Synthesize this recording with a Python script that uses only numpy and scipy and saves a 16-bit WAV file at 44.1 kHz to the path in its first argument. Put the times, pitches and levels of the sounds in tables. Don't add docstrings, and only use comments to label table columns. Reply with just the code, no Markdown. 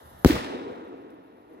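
import sys
import numpy as np
from scipy import signal
from scipy.io import wavfile
from scipy.ndimage import uniform_filter1d, minimum_filter1d

SR = 44100
rng = np.random.default_rng(int(sys.argv[2]) if len(sys.argv) > 2 else 0)


def transcribe(u):
    v = np.clip(np.atleast_2d(u).T, -1, 1)
    q = np.round(v * 32767).astype(np.int16)
    wavfile.write(sys.argv[1], SR, q)


N = 70560
T = np.arange(N) / SR
BANG_DB = 21
SHOCK_LAG_S = .0001


def amp(db):
    return 10 ** (np.asarray(db) / 20)


def unit(x):
    return x / np.sqrt(np.mean(x ** 2) + 1e-20)


def butter(x, hz, kind, order=2):
    sos = signal.butter(order, np.clip(hz, 10, .48 * SR), kind, fs=SR, output="sos")
    return signal.sosfilt(sos, x + 1e-18)


def pan(db):
    return amp([[db / 2], [-db / 2]])


def from_right(x, lag_s=.00047):
    return np.array([np.interp(T - round(lag_s * SR) / SR, T, x, left=0), x])


def swell(start_s, rise_s, t60):
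    age = np.maximum(T - start_s, 0)
    return (1 - np.exp(-age / rise_s)) * amp(-60 * age / t60)


# (frequency [Hz], likeness [0-1])
MIC_LIKENESS = [(60, 0.9), (280, 1), (600, 0.1), (1400, 0.86), (4000, .25), (14000, 0)]

def bands(table, grain_db):
    table, likeness = np.array(table), np.array(MIC_LIKENESS)
    edges = 22 * 2 ** np.arange(0, 10, .5)
    knots = np.arange(0, N, 40)
    grain = unit(amp(grain_db * np.interp(np.arange(N), knots, rng.standard_normal(len(knots)))))
    white = rng.standard_normal((2, 3, N)) * grain
    for k, (low, high) in enumerate(zip(edges, edges[1:])):
        hz = np.sqrt(low * high)
        level, *rest = [np.interp(np.log(hz), np.log(table[:, 0]), column) for column in table.T[1:]]
        alike = np.interp(np.log(hz), np.log(likeness[:, 0]), likeness[:, 1])
        noise = unit(butter(white[k % 2], [low, high], "band", order=3))
        stereo = np.sqrt(alike) * from_right(noise[0]) + np.sqrt(1 - alike) * noise[1:]
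        yield hz, amp(level) * stereo, rest


# (frequency [Hz], level per half octave [dB])
NIGHT_AIR = [(30, -67), (65, -60.5), (150, -65), (350, -62), (800, -56), (1670, -62), (2370, -82),
             (3350, -68), (4700, -74), (7000, -73.5), (14000, -78.5)]

def night(tick_s=1.104, tick_db=-43, tick_decay_s=.004):
    envelope = (T >= tick_s) * np.exp(-np.maximum(T - tick_s, 0) / tick_decay_s)
    tick = amp(tick_db) * envelope * rng.standard_normal((2, N))
    return tick + sum(noise for _, noise, _ in bands(NIGHT_AIR, grain_db=.5))


def cricket(hz=11550, width_hz=1750, db=-59, chorus_db=-66):
    first_s, every_s, gap_s, syllable_s = .064, .1305, .038, .0082
    spread_db, jitter_s = 1.5, .0038
    starts = [s + k * gap_s for s in np.arange(first_s, T[-1], every_s) for k in range(2)]
    rasp = butter(rng.standard_normal((2, N)), [hz - width_hz / 2, hz + width_hz / 2], "band")
    syllables = sum(amp(db + spread_db * loud) * np.exp(-.5 * ((T - s - jitter_s * late) / syllable_s) ** 2)
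                    for s, (loud, late) in zip(starts, rng.standard_normal((len(starts), 2))))
    return np.hypot(syllables, amp(chorus_db)) * unit(rasp)


# (frequency [Hz], level per half octave [dB], t60 [s])
FAR_RUMBLE = [(29.8, -78, 0.97), (85.4, -60, 2.5), (174.6, -57.5, 2.73), (287, -36.5, 2.54),
              (414, -35, 2.07), (558, -49, 3.48), (950, -46, 2.67), (1980, -56, 2.92), (3320, -63.5, 3.12),
              (4600, -73, 3.4), (6890, -70.5, 1.65), (14000, -78, 1.1)]
# (time [s], level [dB], rise [s])
FAR_RETURNS = [(0.409, -7.5, .04), (.495, -2.5, 0.004), (.66, -9.5, 0.022), (1.478, -18.5, 0.022)]
# (time [s], level [dB])
FAR_ROLLS = [(.53, -6.5), (.69, -3.5), (.93, -15.5), (1.12, -15.5)]

def rumble(roll_width_s=.026, roll_top_hz=690):
    roll_power = sum(amp(db) ** 2 * np.exp(-((T - s) / roll_width_s) ** 2) for s, db in FAR_ROLLS)
    out = 0
    for hz, noise, (t60,) in bands(FAR_RUMBLE, grain_db=1.5):
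        return_power = sum((amp(db) * swell(s, rise_s, t60)) ** 2 for s, db, rise_s in FAR_RETURNS)
        out += noise * np.sqrt(roll_power / (1 + (hz / roll_top_hz) ** 2) + return_power)
    return out


# (frequency [Hz], level per half octave [dB], t60 [s])
NEAR_SCATTER = [(30, -51, .4), (65.4, -31, 0.42), (154.4, -31, 0.44), (316, -24, 0.75), (590, -35.5, 1.24),
                (1000, -37.5, 1.25), (2000, -38, 1.03), (2790, -39, 1.08), (3700, -38.5, 1.07),
                (5800, -39, 0.59), (9600, -43.5, 0.6), (14030, -34, 0.29)]

def scatter(near_low_hz=340, walls_db=-5, walls_top_hz=4470):
    out = 0
    for hz, noise, (t60,) in bands(NEAR_SCATTER, grain_db=2):
        near = swell(start_s=.2578, rise_s=.005, t60=t60) / (1 + (near_low_hz / hz) ** 2)
        walls = swell(start_s=.297, rise_s=.0087, t60=t60) / (1 + (hz / walls_top_hz) ** 2)
        out += noise * np.hypot(near, amp(walls_db) * walls)
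    return out


# (time [s], level [dB], centre [Hz])
CLOSE_SLAPS = [(.258, -33, 3600), (.306, -26, 2010), (.305, -31, 3700), (0.38, -31.5, 2080),
               (.363, -28.5, 1050)]

def slaps(edge_ratio=1.174):
    out = 0
    for s, db, hz in CLOSE_SLAPS:
        noise = unit(butter(rng.standard_normal((2, N)), [hz / edge_ratio, hz * edge_ratio], "band"))
        out += amp(db) * swell(s, rise_s=.00087, t60=.057) * noise
    return out


def knock(time_s=.3068, hz=310, db=-11, width_s=.005):
    age = T - time_s
    envelope = amp(db) * np.exp(-(age / width_s) ** 2)
    return from_right(envelope * np.cos(2 * np.pi * hz * age), SHOCK_LAG_S)


def thump(start_s=.2535, hz=60, db=-9, rise_s=.0047):
    age = np.maximum(T - start_s, 0)
    envelope = amp(db) * age / rise_s * np.exp(1 - age / rise_s)
    return from_right(-envelope * np.sin(2 * np.pi * hz * age), SHOCK_LAG_S)


def crack(start_s=.2473):
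    front_db, front_decay_s, front_low_hz = -17.5, .0009, 2800
    rattle_db, rattle_decay_s, rattle_top_hz = -7.5, .0036, 1050
    age = np.maximum(T - start_s, 0)
    front, rattle = from_right(1.0 * (T >= start_s)) * rng.standard_normal((2, 2, N))
    front = butter(front * np.exp(-age / front_decay_s), front_low_hz, "high", order=1)
    rattle = butter(rattle * np.exp(-age / rattle_decay_s), rattle_top_hz, "low", order=1)
    return amp(front_db) * front + amp(rattle_db) * rattle


# (time [s], level [dB], N-wave length [ms], treble limit [Hz], left over right [dB])
SHOCK_ARRIVALS = [(0.2476, 0.5, 2.4, 7200, 6), (0.2514, -11.5, 6.5, 1420, -3.5),
                  (0.2584, 5.5, 1.94, 380, 3), (0.266, -10.5, 3.1, 470, 3.5), (0.2997, -14, 2.2, 2000, -8),
                  (.3570, -19, 5.6, 1200, -2)]

def shocks(low_hz=97, rounding_ms=.4):
    out = 0
    for s, db, length_ms, top_hz, pan_db in SHOCK_ARRIVALS:
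        age_ms = (T - s) * 1000
        slide = (age_ms >= 0) * (1 - 2 * age_ms / length_ms)
        rear_edge = .5 * (1 - np.tanh((age_ms - length_ms) / rounding_ms))
        wave = butter(butter(slide * rear_edge, top_hz, "low"), low_hz, "high")
        out += amp(db) * pan(pan_db) * from_right(wave, SHOCK_LAG_S)
    return out


def scene():
    burst = shocks() + crack() + thump() + knock() + slaps() + pan(db=.5) * (scatter() + rumble())
    return amp(BANG_DB) * burst + night() + cricket()


def record(dry, mic_low_hz=40.5, overload_db=24, cutoff_hz=16000):
    limit_db, hold_s, release_db_per_s = 1.5, .88, 7
    mic = amp(overload_db) * np.tanh(butter(dry, mic_low_hz, "high") / amp(overload_db))
    over_db = np.maximum(20 * np.log10(np.abs(mic).max(axis=0) + 1e-9) - limit_db, 0)
    release_db = np.maximum.accumulate(over_db + release_db_per_s * T) - release_db_per_s * (T - hold_s)
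    duck_db = np.minimum(np.maximum.accumulate(over_db), release_db)
    duck_db = uniform_filter1d(-minimum_filter1d(-duck_db, size=64), size=64)
    top_cut = signal.ellip(10, .3, 80, cutoff_hz, fs=SR, output="sos")
    return signal.sosfilt(top_cut, mic * amp(-duck_db))


dry = scene()
out = record(dry)
transcribe(out)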